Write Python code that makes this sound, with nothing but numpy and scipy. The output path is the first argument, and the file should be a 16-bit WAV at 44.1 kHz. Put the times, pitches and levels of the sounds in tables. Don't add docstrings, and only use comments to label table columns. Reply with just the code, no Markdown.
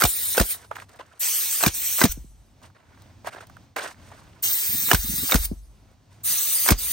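import sys
import numpy as np
from scipy import signal
from scipy.fft import rfft, irfft
from scipy.io import wavfile
from scipy.ndimage import uniform_filter1d

SR = 44100
rng = np.random.default_rng(int(sys.argv[2]) if len(sys.argv) > 2 else 0)


def transcribe(signal):
    frames = np.atleast_2d(signal).T
    limited = np.clip(frames, -1, 1)
    pcm = np.round(limited * 32767).astype(np.int16)
    wavfile.write(sys.argv[1], SR, pcm)


N = 305425
T = np.arange(N) / SR
F = np.maximum(np.fft.rfftfreq(N, 1 / SR), 1)

# [pitch_hz, density_db_per_hz]
JET_SPECTRUM = [(300, -24), (900, -22), (2000, -14.5), (3000, -12), (4000, -10.5), (5400, -9), (6800, -6.5),
                (8500, -1.5), (9600, -5), (11300, 3), (12300, 4.5), (13200, 3.5), (14000, 8), (15000, -2.5)]
# [press_s, release_s, top_level_db, drift_db_per_s, high_share_db, low_share_db, build_up_s,
# overshoot_db, puff_level_db, puff_length_s]
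TRIGGER_HOLDS = [(-.3, 0.523, -24, -3.5, 1, -5, .02, 7, -30.5, 0.03),
                 (1.193, 2.121, -24, 2.5, -1.5, -7.5, 0.029, 8, -33.5, 0.0045),
                 (4.423, 5.454, -23, 0, -2.5, -8, 0.0072, 4, -30, 0.0045),
                 (6.233, 7.195, -23, 3, -0.5, -7.5, 0.023, 4, -38, .006)]
# [null_hz, width_hz]
PORT_NULLS = [(2700, 600), (7400, 300), (3150, 1000), (5500, 600)]
SURGE_S, LOW_SURGE = 0.076, 1.9
SHUT_S, SHUT_DB, BLEED_DB_PER_S, TOP_BLEED_DB_PER_S = 0.023, 23, 71.5, 88
LOW_SAG, LOW_CUT = 0.88, 0.45


def leak():
    low, high, top = jet_bands()
    sag_db, cut_db = pressure()
    out = 0
    for hold, (null_hz, width_hz) in zip(TRIGGER_HOLDS, PORT_NULLS):
        press, release, top_db, drift_db, high_db, low_db, build_s, surge_db, puff_db, puff_s = hold
        since, after = np.maximum(T - press, 0), np.maximum(T - release, 0)
        opened = 1 - np.exp(-since / build_s)
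        surge = surge_db * np.exp(-since / SURGE_S)
        shut = undb(-SHUT_DB * (1 - np.exp(-after / SHUT_S)) - BLEED_DB_PER_S * after)
        held = undb(top_db + drift_db * np.minimum(since, release - press)) * opened * shut
        puff = undb(puff_db) * np.exp(-((T - release) / puff_s) ** 2)
        upper_gain = held * undb(surge - sag_db - cut_db) + puff
        low_swing_db = LOW_SURGE * surge - LOW_SAG * sag_db - LOW_CUT * cut_db
        low_gain = held * opened * undb(low_swing_db) + puff
        jet = upper_gain * (top * undb(-TOP_BLEED_DB_PER_S * after) + undb(high_db) * high)
        jet = jet + low_gain * undb(low_db) * low
        out = out + ports(jet, np.pi * (1 + np.tanh((F - null_hz) / width_hz)))
    return out


def jet_bands():
    jet = colour(noise(), JET_SPECTRUM)
    low, high, top = 0, 0, 0
    for hz in 300 * 2 ** np.arange(0, 5.9, 1 / 3):
        part = band(jet, hz / 1.104, hz * 1.115) * undb(0.78 * walk(1.5) + 1.1 * walk(40))
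        if hz < 6500:
            low = low + part
        elif hz < 10500:
            high = high + part
        else:
            top = top + part
    return unit(low), unit(high), unit(top)


CHOKE_DB, CHOKE_RISE_S = 2.5, 0.0043
SAG_S, REFILL_S = .015, .14
SWELL_DB, SWELL_S = 1.5, 0.064
CUT_FALL_S, CUT_ENDS_S, CUT_RISE_S = 0.0083, 0.056, 0.013


def pressure():
    sag, cut = 0, 0
    for s, stroke_s, *_, sag_db, cut_db in SHOTS_FIRED:
        back = s + stroke_s + RETURN_S
        sag = sag + sag_db * ramp(back, SAG_S) * np.exp(-np.maximum(T - back, 0) / REFILL_S)
        sag = sag - SWELL_DB * ramp(s - SWELL_S, SWELL_S) * (T < s)
        cut = cut + CHOKE_DB * ramp(s, CHOKE_RISE_S) * (T < s + stroke_s)
        cut = cut + cut_db * ramp(back, CUT_FALL_S) * (1 - ramp(back + CUT_ENDS_S, CUT_RISE_S))
    return sag, cut


# [blow_s, exhaust_after_s, blow_db, blow_hz, exhaust_db, return_db, thud_db, thud_glide_s, thud_fall_s,
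# boom_share_db, pressure_sag_db, leak_cut_db (negative: leak rises)]
SHOTS_FIRED = [(.02, 0.016, -4, 1480, -6, -9, -18, 0.0091, 0.012, -41, 6.5, -4.5),
               (.379, 0.018, -2.5, 1250, -10, -9.5, -12.5, .005, 0.0099, -55, 10.5, -3.5),
               (1.636, .026, 0, 1180, -7, -8.5, -15, 0.013, 0.0076, -38.5, 8.5, 10.5),
               (2.015, .022, -2.5, 1080, -8, -10, -10, 0.057, 0.007, -24.5, 10, 6),
               (4.914, .017, -1, 1550, -8, -7.5, -14.5, .007, .01, -18.5, 8, -2),
               (5.321, 0.02, -3, 1440, -8.5, -11.5, -11, 0.0058, 0.011, -18, 5, 3.5),
               (6.688, 0.017, -1, 1530, -8, -8.5, -10, 0.0079, 0.012, -32, 12.5, 15)]
VALVE_LEAD_S, VALVE_DB, VALVE_HZ, VALVE_CRACK_DB = .0088, -13.5, 1350, 7.5
RETURN_S, EXHAUST_HZ, RETURN_HZ = .0145, 1140, 850
BLOW_CRACK_DB, EXHAUST_CRACK_DB, RETURN_CRACK_DB = -4, 5, 0.5
VENT_DB, VENT_S = -25, 0.012
PRESS_S, PRESS_DB, CLATTER_DB = 0.033, -32, -26


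def shots():
    out = np.zeros((2, N))
    for s, stroke_s, blow_db, blow_hz, exhaust_db, return_db, *_ in SHOTS_FIRED:
        exhaust = s + stroke_s
        back = exhaust + RETURN_S
        add(out, s - .001, undb(blow_db) * knock(blow_hz, BLOW_CRACK_DB))
        add(out, exhaust, undb(exhaust_db) * knock(EXHAUST_HZ, EXHAUST_CRACK_DB))
        add(out, back, undb(return_db) * knock(RETURN_HZ, RETURN_CRACK_DB))
        tick = knock(VALVE_HZ, VALVE_CRACK_DB) * burst(0.00026, 0.0033)
        add(out, s - VALVE_LEAD_S, undb(VALVE_DB) * tick)
        vent = unit(band(rng.standard_normal((2, 4000)), 1500, 8000)) * burst(0.0017, VENT_S, size=4000)
        add(out, back, undb(VENT_DB) * vent)
        jolts = undb(4.0 * np.repeat(rng.standard_normal(100), 40))
        scuff, loose = rng.standard_normal((2, 2, 4000)) * jolts
        scuff = unit(band(scuff, 600, 2500)) * burst(0.005, 0.016, size=4000)
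        clatter = unit(band(loose, 200, 1500)) * burst(0.011, 0.018, size=4000)
        add(out, max(s - PRESS_S, 0), undb(PRESS_DB) * scuff)
        add(out, s, undb(CLATTER_DB) * clatter)
    return out


# [pitch_hz (before grip detuning), level_db, t60_s]
TOOL_MODES = [(447, -4, 0.023), (727, -7.5, 0.041), (1070, -3.5, 0.0096), (1390, -2.5, 0.013),
              (1490, 3.5, 0.01), (1950, -6, 0.0081), (2133, -4.5, 0.029), (3100, -6.5, 0.02),
              (4450, 1, 0.025)]


def knock(hz, crack_db):
    push, air = rng.standard_normal((2, 2, 2600))
    grip = 1 + 0.12 * rng.standard_normal(len(TOOL_MODES))
    rattle = undb(4.0 * np.repeat(rng.standard_normal(130), 20))
    modes = [(f * g, db, t60) for (f, db, t60), g in zip(TOOL_MODES, grip)]
    body = ring(band(push * rattle * burst(.001, 0.0019), hz / 3.07, hz * 2.57), modes)
    crack = band(air * rattle, 2800, 17000) * burst(0.0026, 0.0036)
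    return body / abs(body).max() + undb(crack_db) * crack / abs(crack).max()


# [pitch_hz, level_db, t60_s]
DECK_MODES = [(48, 2.5, 0.81), (57.3, -6, 0.9), (64.5, -1, 0.63)]
# [start_s, level_db, boom_share_db]
SET_DOWNS = [(2.173, -34.5, -25), (2.243, -42, -11), (5.514, -20, -44)]
THUD_LAG_S, THUD_HZ, THUD_END_HZ, THUD_RISE_S = 0.0022, 280.5, 45, 0.099
BUMP_HZ, BUMP_GLIDE_S, BUMP_FALL_S = 457, 0.0063, .006


def thuds():
    out, kick, t = np.zeros((2, N)), np.zeros((2, N)), np.arange(6000) / SR
    blows = []
    for s, stroke_s, *_, db, glide_s, fall_s, boom_db, _, _ in SHOTS_FIRED:
        blows.append((s + stroke_s + THUD_LAG_S, db, THUD_HZ, glide_s, fall_s, boom_db))
    for s, db, boom_db in SET_DOWNS:
        blows.append((s, db, BUMP_HZ, BUMP_GLIDE_S, BUMP_FALL_S, boom_db))
    for s, db, first_hz, glide_s, fall_s, boom_db in blows:
        hz = THUD_END_HZ + (first_hz - THUD_END_HZ) * np.exp(-t / glide_s)
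        wave = np.sin(2 * np.pi * np.cumsum(hz) / SR + np.array([[0], [np.pi / 2]]))
        scatter = unit(band(band(rng.standard_normal((2, 6000)), 60, 390), 60, 390))
        rough = undb(0.41 * db)
        thud = burst(THUD_RISE_S, fall_s, size=6000) * wave
        thud = thud + rough * burst(0.011, 0.0071, size=6000) * scatter
        add(out, s, undb(db) * thud)
        add(kick, s + .05, undb(db + boom_db) * np.hanning(440) / 160)
    kick[1] = np.roll(kick[1], 200)
    return out + ring(kick, DECK_MODES)


# [pitch_hz, level_db]
GRIT_MODES = [(480, -7), (700, 1), (1000, 1.2), (1400, 2.2), (1900, -4), (2500, -4.5), (3300, -11)]
# [start_s, end_s, first_db, last_db, treble_share_db]
SHINGLE_DRAGS = [(0.543, 0.663, -47, -55, -2), (0.707, 0.753, -47, -50.5, -15),
                 (.75, .84, -47, -49.5, -6.5), (0.884, 0.983, -56, -55.5, -6),
                 (0.988, 1.025, -38, -46, -18.5), (1.026, 1.2, -60.5, -57.5, -8.5),
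                 (2.624, 2.677, -53, -53.5, -7), (2.746, 3.14, -59.5, -64.5, -14.5),
                 (3.244, 3.288, -42.5, -29.5, -14), (3.302, 3.349, -57, -39, -8),
                 (3.357, 3.405, -49, -45, -13), (3.403, 3.447, -43, -45, -12), (3.76, 3.93, -28, -43, -8),
                 (3.943, 4.099, -67, -50, -6.5), (4.102, 4.42, -50, -63.5, -8.5),
                 (5.877, 5.933, -74, -60, -6), (6.104, 6.225, -63, -68, -1)]
# [start_s, peak_db, pitch_hz, treble_share_db]
SLAPS = [(0.646, -50, 1080, -6), (0.712, -16.5, 960, -31), (0.756, -32, 2300, -13), (0.765, -26, 1290, -16),
         (0.799, -31.5, 2330, -15), (0.82, -30, 1400, -25), (0.893, -51, 1110, 0), (0.959, -43, 1080, -12),
         (0.995, -31.5, 603, -29), (2.616, -44.5, 913, -18), (2.7, -48, 1070, -20), (2.974, -45, 1410, -30),
         (3.02, -55, 1070, 6), (3.245, -31, 746, -24), (3.271, -20, 960, -12), (3.344, -34.5, 538, -21),
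         (3.366, -31, 1060, -26), (3.469, -51, 934, 3), (3.497, -38.5, 1110, -14),
         (3.567, -36, 1250, -17.5), (3.764, -22.5, 705, -8), (3.944, -44, 1800, -18),
         (4.116, -35, 790, -27), (5.913, -50.5, 393, -12.5)]
RUB_DB = 5.5


def shingles():
    low, high = (noise() * undb(2.5 * rng.exponential(size=N) + 1.8 * walk(130)) for _ in range(2))
    grit = 0
    for hz, db in GRIT_MODES:
        grit = grit + undb(db + 3.9 * walk(70)) * unit(band(low, hz / 1.2, hz * 1.17))
    low = unit(unit(grit) + undb(RUB_DB) * unit(band(low, 420, 1870)))
    high = unit(band(high, 2900, 10820))
    out = 0
    for start, end, first_db, last_db, treble_db in SHINGLE_DRAGS:
        edges = np.clip(np.minimum((T - start) / 0.0045, (end - T) / 0.028 + .5), 0, 1)
        stroke = edges * undb(np.interp(T, [start, end], [first_db, last_db]))
        out = out + stroke * (low + undb(treble_db) * high)
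    for s, db, hz, treble_db in SLAPS:
        push = rng.standard_normal((2, 2600))
        slap = band(push * burst(0.00025, 0.0036), hz / 1.57, hz * 1.28)
        slap = band(slap, hz / 2.07, hz * 1.87)
        tick = band(push, 2000, 16000) * burst(0.00033, 0.0032)
        add(out, s, undb(db) * (slap / abs(slap).max() + undb(treble_db) * tick))
    return out


# [start_s, end_s, level_db]
GUSTS = [(4.681, 4.904, -39.5), (5.034, 5.25, -32.5), (6.291, 6.32, -40)]
FLUTTER_HZ, FLUTTER_DEPTH = 21.88, 0.65


def buffet():
    swirl = unit(band(band(noise(), 70, 310), 70, 270)) * undb(2.1 * walk(30))
    gusts = 0
    for start, end, db in GUSTS:
        flutter = 1 - FLUTTER_DEPTH * np.cos(np.pi * FLUTTER_HZ * (T - start) + .4) ** 2
        gusts = gusts + undb(db) * ramp(start, 0.015) * (1 - ramp(end, .02)) * flutter ** 2
    return swirl * gusts


# [pitch_hz, density_db_per_hz]
HUM_SPECTRUM = [(20, -47.5), (40, -14), (75, -4), (100, 0.5), (125, -6.5), (183, -12.5), (275, -13),
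                (415, -24), (700, -21), (1700, -31), (6300, -34.5), (9500, -43), (15500, -46)]
# [time_s, level_db]
HUM_LEVEL = [(0, -53.5), (1.2, -62.5), (2.3, -58.5), (4.2, -54.5), (5.8, -56.5), (6.93, -52.5)]


def hum():
    level_db = np.interp(T, *np.transpose(HUM_LEVEL))
    return unit(colour(noise(), HUM_SPECTRUM)) * undb(level_db + 1.9 * walk(8.1))


# [pitch_hz, likeness_0_to_1, left_minus_right_db, left_lead_rad]
MIC_PAIR = [(30, .9, 0, 0), (120, .86, 0, 0), (400, .7, 0, 0), (800, .5, 0, 0), (1500, .6, -5.5, 0),
            (3000, .75, -1, .5), (5000, .75, -1, .6), (7000, .5, 2.5, 1), (8100, .95, 0, 6.28),
            (8800, .97, 0, 6.28), (9600, .7, 0, 4.7), (10400, .999, 0, 3.14), (11900, .999, 0, 3.14),
            (12700, .7, 0, 1.7), (13700, .99, 0, 0), (15000, .99, 0, 0), (16000, .75, 0, -.5)]


def ports(sound, turn=0):
    shared, own = rfft(sound)
    hz, *columns = np.transpose(MIC_PAIR)
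    like, pan_db, lead = (np.interp(F, hz, c) for c in columns)
    like = like + (1 - like) * .9 * np.sin(turn / 2) ** 2
    mid, side = shared * np.sqrt((1 + like) / 2), own * np.sqrt((1 - like) / 2)
    left = (mid + side) * undb(pan_db / 2)
    right = (mid - side) * undb(-pan_db / 2) * np.exp(-1j * (lead + turn))
    return irfft(np.array([left, right]), N)


def undb(db):
    return 10 ** (np.asarray(db) / 20)


def noise():
    return rng.standard_normal((2, N))


def band(x, lo_hz, hi_hz):
    return signal.sosfilt(signal.butter(2, [lo_hz, min(hi_hz, .45 * SR)], "band", fs=SR, output="sos"), x)


def unit(x):
    return x / np.sqrt(np.mean(x ** 2))


def colour(x, table):
    hz, db = np.transpose(table)
    return irfft(rfft(x) * undb(np.interp(np.log(F), np.log(hz), db)), N)


def walk(rate_hz):
    k = int(SR / rate_hz)
    return 1.8 * uniform_filter1d(np.repeat(rng.standard_normal(N // k + 1), k), k)[:N]


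def ring(x, modes):
    out = 0
    for hz, db, t60_s in modes:
        pole = np.exp(2j * np.pi * hz / SR - np.log(1000) / (t60_s * SR))
        out = out + undb(db) * signal.lfilter([1], [1, -pole], x).imag
    return out


def burst(rise_s, fall_s, size=2600):
    t = np.arange(size) / SR
    e = (1 - np.exp(-t / rise_s)) * np.exp(-t / fall_s)
    return e / e.max()


def ramp(start_s, length_s):
    return np.clip((T - start_s) / length_s, 0, 1)


def add(out, start_s, x):
    i = int(start_s * SR)
    out[..., i:i + x.shape[-1]] += x[..., :N - i]


def scene():
    return leak() + ports(shots() + thuds() + shingles() + buffet() + hum())


TOP_HZ = 15900


def record(dry):
    rounded = np.tanh(0.93 * dry) / 0.87
    return signal.sosfilt(signal.ellip(10, .2, 80, TOP_HZ, fs=SR, output="sos"), rounded)


dry = scene()
out = record(dry)
transcribe(out)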